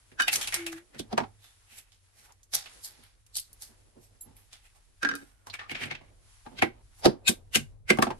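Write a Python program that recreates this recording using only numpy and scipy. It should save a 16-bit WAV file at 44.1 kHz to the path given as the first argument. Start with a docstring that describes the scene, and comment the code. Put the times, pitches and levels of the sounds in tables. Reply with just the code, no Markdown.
"""A kitchen counter: walnuts are knocked open with pliers on an upturned stone mortar.
Each blow is noise bursts driving counter and stone modes, the nut's hollow and a splintering crack; steel jaws ring.
Kernels drop into a china plate, shell pieces clatter onto the counter, fingers snap them, and soft rubs pass,
all as bursts through resonators; the shuffling is filtered noise. A china tink and a soft gliding tone join in.
Below hums a quiet room, of narrow-band noise."""
import sys
import numpy as np
from scipy import signal
from scipy.io import wavfile
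from scipy.ndimage import uniform_filter1d

SR = 44100
rng = np.random.default_rng(int(sys.argv[2]) if len(sys.argv) > 2 else 0)


def output_pcm(signal):
    """Save a mono or channel-first signal as 16-bit PCM at the path in sys.argv[1].

    Samples are clipped to [-1, 1] before scaling.
    """
    pcm = np.clip(np.atleast_2d(signal).T, -1, 1) * 32767
    wavfile.write(sys.argv[1], SR, np.round(pcm).astype(np.int16))


N = 361179

# modes of the counter: (frequency [Hz], relative level [dB], t60 [s])
COUNTER_MODES = [(105, -9.5, 0.98), (143, -0.5, 0.12), (227.5, 5, 0.051), (274, -11.5, 0.084),
                 (337, 2.5, 0.037), (477, -5, 0.033)]
# modes of a shell piece: (frequency [Hz], relative level [dB], t60 [s])
SHELL_MODES = [(840, -4.5, 0.019), (1685, 7.5, 0.0011)]

LEAD_S, AFTER_S = 0.06, 0.3   # span of an event before and after its peak
KNOCK_PAN_DB = -0.5   # left-right, shared by nut and jaws


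def from_db(db):
    """Logarithmic level: decibels become an amplitude ratio."""
    return 10 ** (np.asarray(db) / 20)


def rms_one(x):
    """Power normalisation: scale to an rms of 1."""
    return x / np.sqrt(np.mean(x ** 2) + 1e-20)


def in_time(rows):
    """Linear interpolation: table columns become sample-rate curves."""
    s, *columns = np.transpose(rows)
    return [np.interp(np.arange(N) / SR, s, column) for column in columns]


def cut(x, hz, kind):
    """Butterworth filtering: a second-order low- or high-pass."""
    return signal.sosfilt(signal.butter(2, hz, kind, fs=SR, output="sos"), x)


def band(x, low_hz, high_hz):
    """Butterworth filtering: a band-pass."""
    return cut(x, [low_hz, high_hz], "band")


def resonance(x, hz, width_hz):
    """Damped resonance: a pole pair with a gain of about 1 at its peak."""
    r = np.exp(-np.pi * width_hz / SR)
    poles = [1, -2 * r * np.cos(2 * np.pi * hz / SR), r * r]
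    return signal.lfilter([(1 - r * r) / 2, 0, (r * r - 1) / 2], poles, x)


def ring(force, modes):
    """Modal superposition: a force excites every mode, with a new strength for each event and port."""
    out = 0
    for hz, level_db, t60 in modes:
        r = from_db(-60 / (t60 * SR))
        w = 2 * np.pi * hz / SR
        event_db, port_db = rng.normal(0, 2.5), rng.normal(0, 1.5, (2, 1))
        gain = from_db(level_db + event_db + port_db)
        poles = [1, -2 * r * np.cos(w), r * r]
        out = out + gain * signal.lfilter([np.sin(w) / 2, 0, -np.sin(w) / 2], poles, force) / w
    return out


def grains(length, alike, rough_db):
    """Partial coherence: uneven noise whose two ports share a part, heard first on the left."""
    lag = round(0.00025 * SR)   # seconds between the ports
    sizes = from_db(rough_db * np.minimum(rng.exponential(1, length + lag), 3))
    shared, left, right = rng.standard_normal((3, length + lag)) * sizes
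    alike = np.clip(alike, 0, 1)
    common = np.array([shared[lag:], shared[:length]])
    separate = np.array([left[lag:], right[:length]])
    return np.sqrt(alike) * common + np.sqrt(1 - alike) * separate


def lumps(length, depth_db, every_s):
    """Random modulation: a gain wanders from step to step, so that noise comes in bunches."""
    steps = rng.standard_normal(length // 20 + 2)
    position = np.arange(length) / (every_s * SR)
    return from_db(depth_db * np.interp(position, np.arange(len(steps)), steps))


def peak_at(x, level_db, window_s):
    """Short-time power: scale so that the loudest windowed rms has this level."""
    power = uniform_filter1d(np.mean(x ** 2, axis=0), round(window_s * SR))
    return x * from_db(level_db) / np.sqrt(power.max() + 1e-30)


def add(out, s, sound, pan_db):
    """Linear superposition: mix a short sound in, its peak at s, with a left-right level difference."""
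    start = round(s * SR) - round(LEAD_S * SR)
    stop = min(start + sound.shape[1], N)
    out[:, start:stop] += sound[:, :stop - start] * from_db([[pan_db / 2], [-pan_db / 2]])


def burst_time():
    """Time origin: seconds relative to the peak of the burst."""
    return np.arange(-round(LEAD_S * SR), round(AFTER_S * SR)) / SR


def base_thud(push, base):
    """Delayed modal response: the base answers late and dull, on the right later and louder."""
    thud = ring(grains(len(push), alike=0.81, rough_db=4.0) * push, base)
    thud = np.roll(cut(thud, 780, "low"), round(0.0028 * SR), axis=1)
    return np.array([thud[0] * from_db(-4), np.roll(thud[1], round(0.00037 * SR))])


def coloured_modes(modes, hz, level_db, note_s):
    """Resonant emphasis: the modes near the colour's centre are favoured and notes around it added."""
    coloured = [(f, db - 8.8 * abs(np.log2(f / hz)), t60) for f, db, t60 in modes]
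    # a note inside a broad bloom
    coloured += [(hz, level_db, note_s), (hz * 0.75, level_db - 1.5, 0.0035)]
    # further notes near it, for a woody sound
    for octaves in np.linspace(-0.4, 0.4, 6) + rng.normal(0, 0.04, size=6):
        coloured.append((hz * 2 ** octaves, level_db - 4.0 - 24.0 * abs(octaves), note_s))
    return coloured


def bright_crack(burst, tilt_db, colour_hz):
    """Source and filter: a noise burst passes broad resonances, tilted in dB per octave."""
    # broad resonances of a crack: (frequency [Hz], width [Hz], relative level [dB])
    crack_bands = [(3750, 2600, -7.5), (5860, 3200, -0.5), (8730, 2100, 2.5), (11500, 4300, -2)]
    hiss = grains(len(burst), alike=0.31, rough_db=-5.5) * burst
    crack = 0
    for k, (hz, width_hz, level_db) in enumerate(crack_bands):
        gain = (-1) ** k * from_db(level_db + tilt_db * np.log2(hz / 5500))
        crack = crack + gain * resonance(hiss, hz, width_hz)
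    if colour_hz:   # the crack is coloured too
        air = grains(len(burst), alike=0.14, rough_db=-4.0) * burst
        crack = crack + resonance(air, colour_hz, 1000)
    # brief ringing at chance pitches
    chance = sum(resonance(crack, hz, 280) for hz in rng.uniform(3000, 12000, size=6))
    return cut(crack + from_db(-4.5) * chance, 2600, "high")


def contact(base, modes, thud_db, ring_db, crack_db, swell_ms, t60_ms, tilt_db,
            colour_hz=None, colour_db=None, note_s=None, *, click):
    """Burst excitation: a noise burst swells before its peak and dies away, driving thud, body and crack."""
    t = burst_time()
    after, swell_ms = np.maximum(t, 0), max(swell_ms, 0.1)
    before = np.where(t < 0, 1 - np.exp(-swell_ms / 5.5), 1)   # a brief swell is also weak, then jumps
    swell = before * np.exp(np.minimum(t, 0) * 1000 / swell_ms)
    fall_db = -60000 * after / t60_ms
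    tail = from_db(-12 - 60 * after / 0.16)   # the kitchen answers each event
    bunches = lumps(len(t), depth_db=2.5, every_s=0.0015)
    bunches[np.abs(t) < 0.0001] = click   # gain of a click at the peak

    push = swell ** 2 * (from_db(fall_db / 0.61) + 2.1 * tail)   # dies away before the crack
    thud = base_thud(push, base)

    force = swell * (from_db(fall_db / 1.36) * bunches + 1.6 * tail)
    if colour_hz:
        modes = coloured_modes(modes, colour_hz, colour_db, note_s)
    body = ring(grains(len(t), alike=0.021, rough_db=-2.5) * force, modes)
    body = cut(body, 4500 if colour_hz else 7000, "low")

    burst = swell * (from_db(fall_db) * bunches + tail)
    crack = bright_crack(burst, tilt_db, colour_hz)
    return peak_at(thud, thud_db, 0.00047) + peak_at(body, ring_db, 0.00077) + peak_at(crack, crack_db, 0.00061)


def chime(modes, level_db, swell_ms, force_ms):
    """Modal ringing: a short noise burst leaves metal or china ringing."""
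    t = burst_time()
    touch = np.exp(np.minimum(t, 0) * 1000 / swell_ms) * from_db(-60000 * np.maximum(t, 0) / force_ms)
    force = grains(len(t), alike=0.14, rough_db=-4.0) * touch
    return peak_at(ring(force, modes), level_db, 0.0057)


def knocks():
    """Impact on coupled bodies: a blow excites counter, stone and the hollow of the nut."""
    # knocks on stone and counter: (time [s], thud [dB], ring [dB], crack [dB], hollow of the nut [Hz],
    # swell before the peak [ms], centre of the thud [Hz], crack tilt [dB per octave])
    blows = [(0.994, -28.5, -38.5, -32.5, 3415, 5.8, 220, -9.5),
             (1.129, -25.5, -29.5, -35, 690, 9.4, 245, -17.5),
             (1.178, -22, -15, -29.5, 870, 2.5, 330, -11.5), (1.203, -25.5, -24.5, -58, 770, 1.1, 260, 0),
             (1.235, -78, -36, -72.5, 822, 3.3, 260, -8), (6.464, -42, -39.5, -53.5, 844, 5, 262, -9.5),
             (6.59, -41, -32, -39, 3180, 10.1, 257, -9), (6.622, -23.5, -12.5, -29, 2183, 2.7, 406, 1),
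             (6.626, -12.5, -14.5, -51, 784, 4, 306, 0), (7.058, -7.5, -14, -12, 637, 7.8, 330, -23),
             (7.28, -47, -17.5, -15, 3530, 5.6, 300, 0), (7.285, -39.5, -25.5, -15.5, 2484, 4.4, 308, 1.5),
             (7.29, -20, -49.5, -16.5, 3480, 1.4, 273, 1.5), (7.552, -48, -15.5, -18.5, 2820, 6.7, 199, 0),
             (7.557, -21.5, -21, -13, 2155, 0.91, 163.4, -5.5), (7.904, -13, -8, -18, 2094, 6.2, 340, -6.5),
             (7.972, -37, -35, -41.5, 1160, 1.2, 260, -1.5), (7.987, -13.5, -16.5, -40, 894, 0.66, 332, 3),
             (8.024, -19.5, -12, -18, 1115, 3, 309, -7), (8.069, -24.5, -24, -55, 680, 0.72, 264, -13),
             (8.105, -28.5, -26, -47.5, 860, 2.6, 300, -5)]
    # modes of the stone mortar: (frequency [Hz], relative level [dB], t60 [s])
    stone_modes = [(721, -2, 0.06), (775, 3.5, 0.055), (1160, -5, 0.04), (1580, 2, 0.035), (2145, -3, 0.03),
                   (2400, -8, 0.03)]
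    out = np.zeros((2, N))
    for s, thud_db, ring_db, crack_db, hz, swell_ms, thud_hz, tilt_db in blows:
        t60_ms = 24.7 - 0.94 * ring_db   # the softer the ring, the longer the decay
        # counter modes fall off by 17.5 dB per octave from the centre of the thud
        base = [(f, db - 17.5 * abs(np.log2(f / thud_hz)), t60) for f, db, t60 in COUNTER_MODES]
        sound = contact(base, stone_modes, thud_db, ring_db, crack_db, swell_ms, t60_ms, tilt_db,
                        hz, colour_db=6.0, note_s=0.028, click=3.6)
        add(out, s, sound, KNOCK_PAN_DB)
    return out


def jaws():
    """Modal ringing: the steel jaws of the pliers ring when they strike."""
    # strikes of the jaws: (time [s], level [dB])
    strikes = [(7.059, -33), (7.28, -17)]
    # modes of the steel: (frequency [Hz], relative level [dB], t60 [s])
    steel_modes = [(2552, 0, .05), (3720, -7, .03), (4105, -7, .03), (6930, -8, .04), (7460, -8, .05)]
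    out = np.zeros((2, N))
    for s, level_db in strikes:
        add(out, s, chime(steel_modes, level_db, swell_ms=6.1, force_ms=22), KNOCK_PAN_DB)
    return out


def drops():
    """Spectrum of an impact: kernels land and bounce in china, some waking the high modes more."""
    # landings and bounces: (time [s], thud [dB], ring [dB], crack [dB], swell before the peak [ms],
    # high modes [dB])
    landings = [(0.201, -43, -16.5, -33, 5, -5), (0.208, -40, -22, -27, 0.78, 1),
                (0.221, -54, -24.5, -22.5, 2.4, 4), (5.031, -33, -22, -36, 4.8, -6.5),
                (5.049, -38, -18, -43, 1.2, -19.5), (5.089, -39, -22, -43, 0.7, -6),
                (5.114, -37.5, -26.5, -58, 0.63, -24), (5.138, -38, -28, -63, 0.83, -11),
                (5.153, -46.5, -36, -31.5, 1.3, 0), (5.229, -47, -51, -72, 31, -3)]
    # modes of the plate: (frequency [Hz], relative level [dB], t60 [s])
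    plate_modes = [(800, -18, .03), (1276, -12, .07), (1416, -6, .07), (1572, 0, .08), (1615, 0, .06),
                   (2210, -9, .04), (2460, -3, .04), (2960, -6, .04), (3690, -6, .04), (4660, -4, .03),
                   (5640, -4, .03)]
    # modes of the plate's foot: (frequency [Hz], relative level [dB], t60 [s])
    foot_modes = [(235, -9, .06), (280, -8, 0.25), (292, 0, .09), (345, -5, .08), (434, -8, .08)]
    out = np.zeros((2, N))
    for s, thud_db, ring_db, crack_db, swell_ms, high_db in landings:
        china = [(hz, db + high_db * (hz > 2000), t60) for hz, db, t60 in plate_modes]
        sound = contact(foot_modes, china, thud_db, ring_db, crack_db, swell_ms,
                        t60_ms=16, tilt_db=-4, click=4.6)
        add(out, s, sound, pan_db=-1.6)
    return out


def clatter():
    """Impact of light shells: emptied pieces strike the counter and sound their own hollows; the bright event
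    at 0.281 s is a kernel bouncing in the plate, sounded the same way."""
    # pieces landing: (time [s], thud [dB], ring [dB], crack [dB], hollow of the piece [Hz],
    # swell before the peak [ms], decay t60 [ms])
    pieces = [(0.117, -50, -51, -65, 2030, 1.1, 75), (0.281, -48.5, -17.5, -23.5, 2650, 4.1, 53),
              (0.33, -55, -27.5, -20, 2190, 7.6, 110), (0.337, -47, -35, -21.5, 4470, 1.4, 95),
              (0.358, -68, -32, -17.5, 2440, 2.2, 28), (0.412, -54, -32, -29, 3190, 1.3, 140),
              (0.428, -68, -34, -29, 3050, 1.5, 34), (0.443, -56, -35, -35, 3220, 1.5, 41),
              (0.474, -52, -30.5, -26.5, 2730, 2, 63), (0.524, -70, -29, -35.5, 2140, 1.3, 355),
              (0.542, -45, -28.5, -19.5, 2030, 1.5, 60), (0.665, -51.5, -31, -29, 2480, 1.9, 76),
              (0.729, -51, -34, -37.5, 1680, 7.1, 27), (0.948, -45, -48.5, -56, 1910, 11, 240),
              (5.47, -50, -37, -42.5, 980, 3.9, 93), (5.499, -59, -38.5, -53, 4160, 1.5, 44),
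              (5.54, -55, -31, -38.5, 2250, 5.6, 68), (5.593, -67, -35, -56, 1820, 4.4, 145),
              (5.613, -61, -40.5, -79, 1180, 1.5, 240), (5.695, -50, -31.5, -55, 2350, 2.2, 270),
              (5.716, -34.5, -31, -40.5, 2320, 9.7, 37), (5.749, -45, -30, -52, 2340, 2.9, 150),
              (5.807, -40.5, -36.5, -57, 2170, 1.7, 460), (5.834, -42, -26.5, -42, 2290, 25, 100),
              (5.855, -39, -43, -47, 2570, 2.9, 87), (5.912, -39.5, -25, -48, 2190, 6, 68),
              (5.952, -52, -36, -60, 2550, 4.4, 19), (6.011, -52.5, -52.5, -67, 603, 2.2, 140)]
    out = np.zeros((2, N))
    for s, thud_db, ring_db, crack_db, hz, swell_ms, t60_ms in pieces:
        tilt_db = -1.5 - 0.16 * (ring_db - crack_db)   # more ring than crack sounds duller
        sound = contact(COUNTER_MODES, SHELL_MODES, thud_db, ring_db, crack_db, swell_ms, t60_ms, tilt_db,
                        hz, colour_db=-9.5, note_s=0.022, click=3.4)
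        add(out, s, sound, pan_db=-0.85)
    return out


def snaps():
    """Burst excitation: shell pieces snap and click between the fingers, each with its own hollow."""
    # snaps: (time [s], ring [dB], crack [dB], hollow of the piece [Hz], swell before the peak [ms],
    # decay t60 [ms], crack tilt [dB per octave])
    clicks = [(1.92, -64.5, -53.5, 2960, 3.5, 260, -10.5), (2.322, -75.5, -51, 6700, 1.04, 27, -2),
              (2.432, -80, -49, 6530, 1.9, 42, -1.5), (2.537, -31, -24, 4930, 5.2, 253, -7),
              (2.553, -48, -15, 5600, 7.8, 21, 7), (2.659, -41.5, -51, 3000, 1.6, 100, 5),
              (2.848, -53, -30, 4600, 11.8, 177, 4), (2.862, -51.5, -63, 4640, 2.5, 720, 5),
              (3.038, -56, -47.5, 4000, 12, 180, 10), (3.265, -72, -52.5, 2470, 1.4, 35, 0.5),
              (3.355, -56.5, -28, 4170, 7.3, 255, -4.5), (3.369, -44.5, -20.5, 4270, 6.6, 81, 5.5),
              (3.385, -56, -28, 3030, 3, 46, -9.5), (3.397, -57, -25.5, 4200, 2, 30, 10),
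              (3.53, -85, -41, 3280, 1.1, 42, 49), (3.622, -48.5, -32, 4430, 8.8, 226, 4),
              (4.367, -58.5, -47.5, 3050, 6.4, 330, 46), (4.531, -47.5, -39, 3340, 8.8, 200, -8)]
    out = np.zeros((2, N))
    for s, ring_db, crack_db, hz, swell_ms, t60_ms, tilt_db in clicks:
        thud_db = ring_db - 20.5
        sound = contact(COUNTER_MODES, SHELL_MODES, thud_db, ring_db, crack_db, swell_ms, t60_ms, tilt_db,
                        hz, colour_db=-14.5, note_s=0.0023, click=5.25)
        add(out, s, sound, pan_db=-1.5)
    return out


def rubs():
    """Shaped noise: soft rubs, a rolling kernel and a swish, with a slow onset."""
    # soft sounds: (time [s], thud [dB], ring [dB], crack [dB], centre of the colour [Hz], decay t60 [ms])
    strokes = [(0.778, -81, -46.5, -53, 1700, 91), (1.447, -74, -53, -52.5, 3520, 340),
               (1.723, -64.5, -51.5, -52, 2650, 390), (1.787, -69, -53.5, -42, 2390, 110),
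               (2.191, -72, -60.5, -55.5, 1937, 520), (2.251, -88, -58, -57, 1430, 150),
               (2.309, -72.5, -55.5, -69, 992, 55), (2.99, -55.5, -68, -85, 600, 350),
               (3.97, -47.5, -63.5, -88, 705, 240), (3.7, -56.5, -64, -87, 607, 330),
               (4.041, -82.5, -90, -56, 1980, 180), (4.271, -50.5, -60, -82, 800, 660),
               (4.661, -88, -57.5, -60, 2580, 120), (4.761, -69, -61.5, -61.5, 1016, 260),
               (5.19, -60, -55.5, -58.5, 1420, 870), (6.521, -44, -54.5, -74.5, 910, 2100),
               (6.999, -64.5, -58.5, -53, 950, 170)]
    out = np.zeros((2, N))
    for s, thud_db, ring_db, crack_db, hz, t60_ms in strokes:
        sound = contact(COUNTER_MODES, SHELL_MODES, thud_db, ring_db, crack_db, 23.6, t60_ms, 0,
                        hz, colour_db=-14.5, note_s=0.018, click=1.6)
        add(out, s, sound, pan_db=-2.0)
    return out


def tinks():
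    """Modal ringing: a bright little tink, perhaps a nail on the china rim."""
    # tinks: (time [s], level [dB])
    touches = [(4.21, -40.5)]
    # modes of the rim: (frequency [Hz], relative level [dB], t60 [s])
    rim_modes = [(3990, -27, .08), (6900, -22, .07), (7590, -8, .07), (11050, -1, .09), (12250, 0, .08)]
    out = np.zeros((2, N))
    for s, level_db in touches:
        add(out, s, chime(rim_modes, level_db, swell_ms=1.6, force_ms=75), pan_db=-1.5)
    return out


def hands():
    """Friction noise: skin and shell crumbs rub in a dull rumble, a rustle and a fine hiss."""
    # hands moving among the shells: (time [s], fine hiss [dB], low rumble [dB])
    movement = [(0.0, -67, -81), (0.23, -68.5, -65), (0.39, -39.5, -49), (0.55, -49, -77), (0.75, -66, -72),
                (1.19, -71, -58.5), (1.53, -66, -81), (2.49, -76, -77.5), (2.74, -56.5, -66),
                (3.19, -73.5, -82), (3.6, -66.5, -73.5), (4.1, -71, -69), (4.42, -68, -80.5),
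                (5.5, -74.5, -76.5), (5.72, -74.5, -64.5), (5.93, -78.5, -56.5), (6.11, -68.5, -66),
                (6.45, -64, -79.5), (6.66, -77.5, -67), (6.98, -65.5, -77.5), (7.14, -78, -54),
                (7.45, -74.5, -69), (7.65, -72.5, -65), (7.85, -83.5, -73.5), (8.1, -75.5, -48),
                (8.19, -67, -62.5)]
    hiss_db, low_db = in_time(movement)
    stir = lumps(N, depth_db=1.5, every_s=0.05)
    low = band(cut(grains(N, alike=0.082, rough_db=0.0), 110, "high"), 140, 650)
    low = low * lumps(N, depth_db=3.5, every_s=0.04)
    rustle = band(grains(N, alike=0.05, rough_db=-0.5), 750, 2300)
    rustle = rustle * stir * lumps(N, depth_db=2.5, every_s=0.01)
    fine = grains(N, alike=0.033, rough_db=-7.0) * stir
    hiss = band(fine, 2000, 15000) + from_db(-1.5) * resonance(fine, 10800, 1700)
    hiss = signal.sosfilt(signal.cheby2(8, 40, 12500, fs=SR, output="sos"), hiss)
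    rustle_db = hiss_db - 6   # the rustle follows the hiss
    return from_db(low_db) * rms_one(low) + from_db(rustle_db) * rms_one(rustle) + from_db(hiss_db) * rms_one(hiss)


def slide():
    """Phase integration: a gliding near sine with a faint octave, perhaps a dish sliding on the counter."""
    # the soft tone: (time [s], frequency [Hz], level [dB])
    glide = [(0.54, 361, -66), (0.598, 341.5, -40.5), (0.764, 326, -43.5), (0.88, 367, -79)]
    hz, level_db = in_time(glide)
    t = np.arange(N) / SR
    phase = 2 * np.pi * np.cumsum(hz) / SR
    sounding = (t > glide[0][0]) & (t < glide[-1][0])
    wave = np.sin(phase) + from_db(-25.5) * np.sin(2 * phase)
    tone = np.sqrt(2) * from_db(level_db) * sounding * wave
    return tone * from_db([[0.7], [-0.7]])   # slightly to the left


def room():
    """Narrow-band noise: a deep rumble, and a hum that wavers since its band is narrow."""
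    # room sound: (time [s], deep rumble [dB], hum near 95 Hz [dB])
    rumble = [(0.0, -68.5, -72.5), (0.43, -58, -59.5), (0.93, -69, -79), (1.16, -55.5, -55),
              (1.43, -71.5, -71.5), (4.24, -63.5, -69), (4.63, -63.5, -72.5), (5.5, -66.5, -69),
              (6.0, -59.5, -65), (6.4, -62, -67.5), (8.03, -53.5, -55), (8.19, -56, -64)]
    deep_db, hum_db = in_time(rumble)
    deep = band(grains(N, alike=0.62, rough_db=-6.0), 24, 57)
    hum = grains(N, alike=0.68, rough_db=6.0)
    for _ in range(2):   # two equal resonators in a row
        hum = resonance(hum, hz=95, width_hz=22)
    return from_db(deep_db) * rms_one(deep) + from_db(hum_db) * rms_one(hum)


def scene():
    """Linear superposition: every source summed at the two microphone ports."""
    struck = knocks() + jaws() + drops() + clatter()
    handled = snaps() + rubs() + tinks() + hands()
    return struck + handled + slide() + room()


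def record(dry):
    """Saturation and band limiting: peaks are rounded, treble is weakened and the top is cut."""
    rounded = 1.1 * np.tanh(dry / 1.1)
    # at least 16 dB down from 13 kHz, then 70 dB more from 16.2 kHz
    shelf = signal.sosfilt(signal.cheby2(6, 16, 13000, fs=SR, output="sos"), rounded)
    return signal.sosfilt(signal.cheby2(26, 70, 16200, fs=SR, output="sos"), shelf)


dry = scene()
out = record(dry)
output_pcm(out)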